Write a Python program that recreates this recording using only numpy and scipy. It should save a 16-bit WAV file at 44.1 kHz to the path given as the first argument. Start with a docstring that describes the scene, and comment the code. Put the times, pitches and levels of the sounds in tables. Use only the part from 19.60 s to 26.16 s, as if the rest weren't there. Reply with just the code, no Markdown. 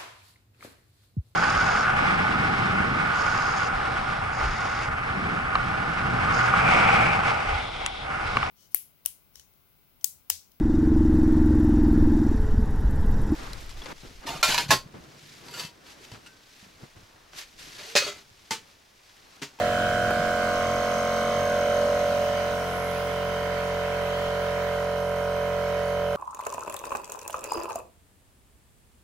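"""Outdoors at a car bonnet, a small piston compressor runs close to a hand-held stereo microphone,
which rises towards it and then sinks behind the wheel arch. Sine orders of the crank ring through the
sheet metal and rung reeds tick once a turn; shaped noise makes the clatter, buzz, air and leak. A distant
car accelerates as gliding sines over road roar, with light wind and three knocks of the hand.
"""
import sys
import numpy as np
from scipy import signal
from scipy.io import wavfile
from scipy.ndimage import uniform_filter1d

SR = 44100
rng = np.random.default_rng(int(sys.argv[2]) if len(sys.argv) > 2 else 0)


def transcribe(signal):
    """Save signal, clipped to [-1, 1], as a 16-bit WAV file at the path in sys.argv[1]."""
    frames = np.atleast_2d(signal).T
    limited = np.clip(frames, -1, 1)
    pcm = np.round(limited * 32767).astype(np.int16)
    wavfile.write(sys.argv[1], SR, pcm)


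N = 289282
T = np.arange(N) / SR  # s

# crank speed, sagging as the tyre fills: start_s, speed_turns_per_s
SPEED = [(0.0, 44.649), (1.2, 44.607), (2.4, 44.618), (3.6, 44.538), (5.0, 44.438), (6.56, 44.414)]
# microphone path, 0 beside the wing, 1 level with the bonnet, 2 down at the wheel, as heard in three
# parts of the sound: start_s, low_orders_place, upper_orders_place, valves_place
PLACE = [(0, 0.25, 0.12, .05), (.5, 0.17, 0.13, .05), (.85, 0.51, 0.6, 0.73), (1.1, 0.74, 1.1, 1),
         (1.7, 1.12, 1.01, 1.02), (2.15, 1.22, 1.46, 1.06), (2.6, 1.3, 1.83, 1.24), (3., 1.63, 1.86, 1.47),
         (3.5, 2, 1.82, 1.64), (6.56, 2.05, 2.34, 1.6)]
# stereo balance over the spectrum: pitch_hz, left_minus_right_db
BALANCE_DB = [(60, 3), (110, 4), (200, 3), (380, 1), (700, -3.5), (1290, 0), (2380, -7), (4400, 2.5),
              (8120, 0.5), (15000, -4.5)]


def amp(db):
    """Amplitude factor of a level in dB."""
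    return 10 ** (np.asarray(db) / 20)


def evened(x):
    """Scales a signal to rms 1."""
    return x / np.sqrt(np.mean(x ** 2) + 1e-20)


def read(points, hz):
    """Reads a table along a logarithmic frequency axis."""
    f, value = np.transpose(points)
    return np.interp(np.log(hz + 1), np.log(f + 1), value)


def curves(rows, t):
    """Reads every column of a table by straight lines along its first column."""
    s, *columns = np.transpose(rows)
    return np.array([np.interp(t, s, column) for column in columns])


def bump(t, s, half_s):
    """A bell of height 1 centred at s."""
    return np.exp(-((t - s) / half_s) ** 2)


def by_place(values, t, axis=0):
    """Blends the values of the three places along one column of the microphone path."""
    return np.interp(curves(PLACE, t)[axis], range(3), values)


def place_weights(place):
    """Shares of wing, bonnet and wheel at each point of the path."""
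    return [np.maximum(1 - abs(np.clip(place, 0, 2) - p), 0) for p in range(3)]


def drift(t, top_hz, count):
    """Slow random wanders, sums of 16 sines, of rms 1 together."""
    hz = np.geomspace(.15, top_hz, 16)[:, None]
    start = rng.random((count, 16, 1))
    return evened((np.sin(2 * np.pi * (hz * t + start)) / np.sqrt(hz)).sum(1))


def noise(spectrum, tilt_db, patchy_db):
    """Stereo noise with drifting patches, of rms 1 before tilt_db per octave slopes it above 2 kHz."""
    # likeness of the two channels: pitch_hz, likeness_share
    likeness = [(60, 0.48), (180, 1), (550, 0.36), (1650, 0.17), (4970, 0.1), (15000, 0.033)]
    frames, hz = N // 256 + 5, np.fft.rfftfreq(1024, 1 / SR)
    a, b, c, d, patches = rng.standard_normal((frames, 513, 5)).T
    smooth = uniform_filter1d(patches, size=10, axis=0)
    patches = evened(uniform_filter1d(smooth, size=16, axis=1))

    same = np.clip(read(likeness, hz), 0, 1)[:, None]
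    left = a + 1j * b
    right = same * left + np.sqrt(1 - same ** 2) * (c + 1j * d)
    lean = read(BALANCE_DB, hz)[:, None] / 2
    level_db = read(spectrum, hz)[:, None] + patchy_db * patches
    z = np.array([left, right]) * amp(level_db + np.array([lean, -lean]))

    tilt = np.interp(np.arange(frames) * 256 / SR, T, tilt_db + 0 * T)
    octaves = np.log2(np.maximum(hz, 2000) / 2000)[:, None]
    flat = signal.istft(z, nperseg=1024, noverlap=768)[1]
    tilted = signal.istft(z * amp(tilt * octaves), nperseg=1024, noverlap=768)[1]
    return tilted[:, :N] / np.std(flat)


def dip(hz, t):
    """Gain in dB of a band that a reflection cancels, sliding as the microphone moves."""
    # the sliding band: start_s, pitch_hz, gain_db, width_hz
    slide = [(0, 1520, -14, 90), (.2, 1520, 0, 90), (.5, 1520, 0, 90), (.86, 1520, 4, 90),
             (1.05, 1520, 0, 90), (1.62, 1680, 0, 80), (1.74, 1540, -18, 80), (1.9, 1320, -16, 70),
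             (2.08, 1080, -9, 70), (2.22, 715, -5, 45), (2.34, 700, -4, 35), (2.45, 450, -4, 25),
             (2.62, 490, -11, 25), (2.78, 500, -9, 25), (2.93, 540, -6, 25), (3.1, 580, -11, 25),
             (3.3, 625, -4, 25), (3.6, 680, 0, 25), (6.56, 680, 0, 25)]
    dip_hz, dip_db, width_hz = curves(slide, t)
    away = (hz - dip_hz) / width_hz
    # a band 3.8 widths higher moves the opposite way by a smaller share
    return dip_db * (bump(away, 0, 1) - 0.22 * bump(away, 3.8, 3.1))


def reflected(x):
    """Passes a pump noise through a softened copy of the sliding dip."""
    hz, t, z = signal.stft(x, SR, nperseg=1024)
    return signal.istft(z * amp(0.38 * dip(hz[:, None], t)), SR, nperseg=1024)[1][:, :N]


def crank():
    """Crank angle in turns, the running sum of the speed."""
    return np.cumsum(curves(SPEED, T)[0]) / SR


def crank_levels(t):
    """Level in dB of each crank order, coloured by the sheet metal near the microphone."""
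    # orders heard beside the wing, level with the bonnet, down at the wheel: multiple, relative_level_db
    wing, bonnet, wheel = [(1, -13), (2, -12), (3, -25), (4, -8), (5, -7.5), (6, -17), (7, -15), (8, -14),
                           (9, -33), (10, -11.5), (11, -5.5), (12, -19), (13, -1.5), (14, -2), (15, -10),
                           (16, 4), (17, -11.5), (18, -22.5), (19, -43), (20, -33), (21, -25), (22, -13.5),
                           (23, -23), (24, -16), (25, -25), (26, -51), (27, -15), (28, -25), (29, -10.5),
                           (30, -11), (31, -11.5), (32, -14), (33, -2), (34, -14), (35, -3.5), (36, -15),
                           (37, -9), (38, -11), (39, -33), (40, -17), (41, -39), (42, -12), (43, -22),
                           (44, -20), (45, -46), (46, -32), (47, -26), (48, -46), (49, -21.5), (50, -43)], [(1, -16.5), (2, -9), (3, -16.5), (4, -14), (5, -5.5), (6, -14),
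                                         (7, -20), (8, -28), (9, -29), (10, -7.5), (11, -3), (12, -9),
                                         (13, 2.5), (14, -4.5), (15, -8.5), (16, 1.5), (17, -13.5),
                                         (18, -15.5), (19, -44), (20, -21), (21, -16), (22, -13.5),
                                         (23, -13), (24, -3.5), (25, -16.5), (26, -43), (27, -5), (28, -14),
                                         (29, -9), (30, -13.5), (31, -10), (32, -54), (33, -6.5),
                                         (34, -26.5), (35, -7), (36, -58), (37, -15), (38, -35), (39, -52),
                                         (40, -38), (41, -74), (42, -73), (43, -58), (44, -19.5), (45, -20),
                                         (46, -22), (47, -16), (48, -29), (49, -15.5), (50, -15)], [(1, -15.5), (2, -10.5), (3, -13.5), (4, -10),
                                                         (5, -22), (6, -26.5), (7, -31), (8, -77), (9, -20),
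                                                         (10, -4.5), (11, -10), (12, -13.5), (13, 2.5),
                                                         (14, -8), (15, -22), (16, -6.5), (17, -15),
                                                         (18, -19), (19, -41), (20, -28), (21, -17),
                                                         (22, -14), (23, -17.5), (24, -15), (25, -75),
                                                         (26, -29), (27, -59), (28, -16), (29, -23),
                                                         (30, -18), (31, -16.5), (32, -49), (33, -16),
                                                         (34, -26), (35, -20.5), (36, -19), (37, -34),
                                                         (38, -54), (39, -61), (40, -25), (41, -55),
                                                         (42, -37), (43, -47), (44, -50), (45, -36),
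                                                         (46, -48), (47, -28), (48, -23), (49, -31),
                                                         (50, -40)]
    # level added to the orders at the three places: level_db
    place_db = [-32, -33.5, -31]
    # hum around the 13th order, swelling as the microphone crosses the panel's pattern: start_s, lift_db
    hum = [(0, 6.5), (.15, 2), (1.6, 2), (2.25, 7.5), (2.8, 0.5), (3.4, -2.5), (4.6, -1), (6.56, 1)]
    hum_hz, hum_width_hz = 575, 120
    last_low_order = 19

    low, upper = [place_weights(place) for place in curves(PLACE, t)[:2]]
    hum_db = curves(hum, t)[0]
    levels = {}
    for k in range(1, len(wing) + 1):
        weights = upper if k > last_low_order else low
        heard = zip(weights, (wing, bonnet, wheel), place_db)
        level_db = sum(w * (table[k - 1][1] + db) for w, table, db in heard)
        hz = k * SPEED[0][1]
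        levels[k] = level_db + dip(hz, t) + hum_db * bump(hz, hum_hz, hum_width_hz)
    return levels


def mesh_levels(t):
    """Level in dB of each gear mesh order, a whine that briefly swells or sinks."""
    # gear mesh orders: multiple, relative_level_db
    mesh = [(57, -6.5), (65, -3.5), (67, -3.5), (68, -78), (69, 2.5), (70, 1), (71, -16.5), (72, -13)]
    # level added to the mesh orders at the three places: level_db
    mesh_db = [-54, -54, -56.5]
    # brief swells and sinks of the whine: centre_s, lift_db, half_length_s
    whines = [(.3, 6.5, .22), (1.7, 3, .1), (2.1, 4, .12), (2.76, 3.5, .1), (3.15, -5, .25), (4.7, 2, 0.3)]
    whine_db = by_place(mesh_db, t) + sum(db * bump(t, s, half_s) for s, db, half_s in whines)
    return {k: db + whine_db for k, db in mesh}


def orders(turns):
    """Sines at multiples of the crank speed, wavering in level, phase and stereo place."""
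    # moment each range of orders is struck, by its first order, as successive delays:
    # multiple, delay_from_above_turns, delay_from_wheel_turns
    struck = [(1, .44, .45), (3, .42, .3), (4, .4, .85), (8, .45, .8), (9, .55, .3), (10, .55, .8),
              (11, .2, .2), (13, .85, .85), (15, .62, .4), (17, 1, .85), (24, 1.25, 1.2), (30, 1, .95),
              (38, 1, 1), (44, 1.5, 1.5), (50, 1.5, 1.5), (64, 1, 1)]
    # how much the orders wander: pitch_hz, wander_share
    scatter_table = [(100, 0.12), (720, 0.06), (1000, 0.62), (1600, 0.23), (2200, 0.93), (4000, 0.76)]
    # share of that wander kept by the crank orders at the three places: wander_share
    place_wander = [1., .9, .55]
    # the wheel arch shades the left side: pitch_hz, left_minus_right_db
    arch = [(400, 0.3), (580, -2.5), (720, 2.1), (1300, -3.5), (1600, -2)]
    mesh_flutter = 1.5  # the mesh orders waver more

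    t = T[::200]
    crank_db = crank_levels(t)
    level = {**crank_db, **mesh_levels(t)}
    at_wheel = place_weights(curves(PLACE, t)[0])[2]

    multiples = np.arange(1, max(level) + 1)
    # each blow adds to the delay of the order before
    above, below = np.cumsum(curves(struck, multiples), axis=1)
    shortest_way = (below - above + .5) % 1 - .5
    late = above[:, None] + shortest_way[:, None] * at_wheel

    wanders = drift(t, 9., count=4 * len(multiples))
    waver, sway, twist, slip = wanders.reshape(4, len(multiples), -1)
    out = np.zeros((2, N))
    for k, db in level.items():
        hz, i = k * SPEED[0][1], k - 1
        share = by_place(place_wander, t) if k <= len(crank_db) else mesh_flutter
        scatter = read(scatter_table, hz) * share

        phase = .25 * scatter * slip[i] - 2 * np.pi * late[i]
        mid = np.sqrt(2) * amp(db + 1.66 * scatter * waver[i]) * np.exp(1j * phase)
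        half_balance_db = (read(BALANCE_DB, hz) + at_wheel * read(arch, hz)) / 2
        apart = amp(half_balance_db + 3.6 * scatter * sway[i]) * np.exp(.45j * scatter * twist[i])
        # offset the change that the spread makes to the sum of the channels
        mid = mid * 2 / abs(apart + 1 / apart + 0.24)

        spin = np.exp(2j * np.pi * k * turns)
        for channel, side in enumerate((apart, 1 / apart)):
            out[channel] += (np.interp(T, t, mid * side) * spin).real
    return out


def valves(turns):
    """One slightly uneven tick a turn rings each valve reed as a decaying sine."""
    # valve reeds: pitch_hz, width_hz, moment_turns, wing_level_db, bonnet_level_db, wheel_level_db
    reeds = [(4070, 26, 0.3, -56, -56, -68), (5520, 46, .1, -70, -53, -71),
             (6320, 43, 0.69, -73, -48.5, -69), (8980, 45, 0.68, -59, -62, -74)]
    out, t = np.zeros((2, N)), np.arange(1500) / SR
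    for hz, width_hz, moment, *place_levels in reeds:
        at = np.flatnonzero(np.diff(np.floor(turns - moment)))
        luck = rng.standard_normal((len(at), 3))
        decay = np.exp(-np.pi * width_hz * t)
        attack = 1 - np.exp(-t / 0.00028)
        ring = decay * attack * np.sin(2 * np.pi * hz * t)
        level = amp(by_place(place_levels, T, axis=2))
        jitter = np.round(.45 * luck[:, 0]).astype(int)  # samples
        for channel in range(2):
            ticks = np.zeros(N)
            # the right channel follows one sample later
            when = np.clip(at + jitter + channel, 0, N - 1)
            ticks[when] = amp(1.8 * luck[:, 1 + channel])
            out[channel] += level * evened(signal.oaconvolve(ticks, ring)[:N])
    return out


def clatter(turns):
    """Noise of the rattling mechanism, a little louder at both ends of the stroke."""
    # spectrum: pitch_hz, density_db_per_hz
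    spectrum = [(300, -7), (600, 2.5), (870, -3.5), (1150, 0.5), (1450, 1.5), (2200, 0.5), (2600, -6),
                (3050, -3), (3500, -7), (5500, -10.5), (7500, -17), (10000, -26.5), (16000, -52)]
    # level before the treble slope: start_s, level_db
    level = [(0, -36), (.3, -37.5), (4.9, -36), (5.5, -40), (6.1, -38), (6.56, -41)]
    # treble slope at the three places, duller as the wheel arch hides the pump: slope_db_per_octave
    dulling = [2.5, 1.6, -2]
    stroke = 1 + 0.11 * np.exp(3.5 * (np.cos(4 * np.pi * (turns - .33)) - 1))
    rattle = noise(spectrum, by_place(dulling, T), patchy_db=1.35)
    return amp(curves(level, T)[0]) * evened(stroke) * rattle


def buzz():
    """The bonnet buzzes under the pump as a band of patchy noise."""
    # spectrum: pitch_hz, density_db_per_hz
    spectrum = [(850, -34), (1050, -1), (1300, -2), (1500, 11.5), (1700, -31), (1900, -46.5)]
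    # level at the three places: level_db
    level = [-37.5, -43.5, -48.5]
    return amp(by_place(level, T)) * noise(spectrum, 0, patchy_db=-2.2)


def air(turns):
    """Hiss through intake and hose, with one puff on intake and one on delivery each turn."""
    # spectrum: pitch_hz, density_db_per_hz
    spectrum = [(5000, -27), (8000, -3.5), (11200, 2), (12500, 0), (14000, -0.5), (16000, -4)]
    # level: start_s, level_db
    level = [(0, -62.5), (2.2, -53.5), (3.25, -54), (3.8, -55.5), (4.5, -57), (5.9, -55.5), (6.56, -57)]
    puffs = 1 + 0.51 * np.exp(2.5 * (np.cos(4 * np.pi * (turns - .36)) - 1))
    return amp(curves(level, T)[0]) * evened(puffs) * noise(spectrum, 0, patchy_db=2.0)


def traffic():
    """A distant car: wavering engine orders gliding upward over the roar of the road."""
    # engine: start_s, firing_cycle_hz, level_db
    car = [(0, 36.8, -43), (.45, 36.7, -38), (.62, 39.3, -54), (1.2, 43.7, -44), (1.55, 44.7, -58),
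           (1.7, 45.9, -41.5), (2.1, 48.9, -51), (2.6, 53.4, -51), (2.8, 53, -57), (3.2, 54, -80)]
    # engine orders: multiple, relative_level_db, growth_db_per_s
    car_orders = [(2, -11, 2.5), (3, 0, 0), (4, -11, 0)]
    # road roar spectrum: pitch_hz, density_db_per_hz
    roar_spectrum = [(20, -22), (40, -16), (100, -7), (220, 1.5), (350, -3.5), (600, -8), (1200, -28.5)]
    # road roar level: start_s, level_db
    roar_level = [(0, -40), (2, -43.5), (3.5, -50), (6.56, -64)]
    hz, level_db = curves(car, T)
    cycles, t = np.cumsum(hz) / SR, T[::200]
    wavers = drift(t, 3.34, count=len(car_orders))
    engine = np.zeros(N)
    for (k, db, growth_db), waver in zip(car_orders, wavers):
        order_db = level_db + db + growth_db * np.minimum(T, 3) + 1.5 * np.interp(T, t, waver)
        engine += np.sqrt(2) * amp(order_db) * np.sin(2 * np.pi * k * cycles)
    roar = amp(curves(roar_level, T)[0]) * noise(roar_spectrum, 0, patchy_db=0.1)
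    return engine * amp([[1.6], [-1.6]]) + roar  # the engine leans left


def wind():
    """Light wind on the microphone as patchy low noise."""
    # spectrum: pitch_hz, density_db_per_hz
    spectrum = [(15, -13), (31, 1), (42, -2), (62, -8), (90, -21)]
    return amp(-52.5) * noise(spectrum, 0, patchy_db=6.0)


def knocks():
    """The hand knocks the microphone housing: short dull rings, the first with a noisy slap."""
    # knocks: start_s, ring_level_db, ring_hz, ring_t60_s, slap_level_db
    hits = [(.506, -21, 300, .03, -33.5), (.588, -21, 155, .09, -70), (2.35, -28, 78, .15, -70)]
    out, t = np.zeros(N), np.arange(8000) / SR
    body = signal.butter(2, [350, 1250], "bandpass", fs=SR, output="sos")
    for s, db, hz, t60, slap_db in hits:
        attack = 1 - np.exp(-t * hz)
        ring = amp(db - 60 * t / t60) * np.sin(2 * np.pi * hz * t) * attack
        burst = amp(slap_db - 60 * t / .03) * rng.standard_normal(len(t))
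        click = 150 * amp(slap_db) * (t == t[60])  # one sample, 60 samples in
        slap = .6 * burst + signal.sosfilt(body, 16 * burst - click)
        out[round(s * SR):][:len(t)] += ring + slap
    return out


def leak():
    """Air hisses in a narrow band at the hose coupling as the microphone passes, throbbing at random."""
    # swells of the hiss: centre_s, level_db, half_length_s
    leaks = [(3.25, -52, 0.24), (4.7, -63, 1)]
    jet = [(8500, -40), (10000, -8), (10800, 0), (11600, -7), (13500, -40)]  # pitch_hz, density_db_per_hz
    swell = sum(amp(db) * bump(T, s, half_s) for s, db, half_s in leaks)
    return swell * noise(jet, 0, patchy_db=1.5)


def scene():
    """The pump close by, with the distant car, the wind and the hand around it."""
    turns = crank()
    rattle = reflected(clatter(turns) + buzz())
    pump = orders(turns) + valves(turns) + rattle + air(turns) + leak()
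    return pump + traffic() + wind() + knocks()


def record(dry):
    """The band limit: a steep low-pass at 15750 Hz."""
    low_pass = signal.firwin(1023, 15750, window=("kaiser", 9), fs=SR)
    return signal.oaconvolve(dry, low_pass[None], "same")


dry = scene()
out = record(dry)
transcribe(out)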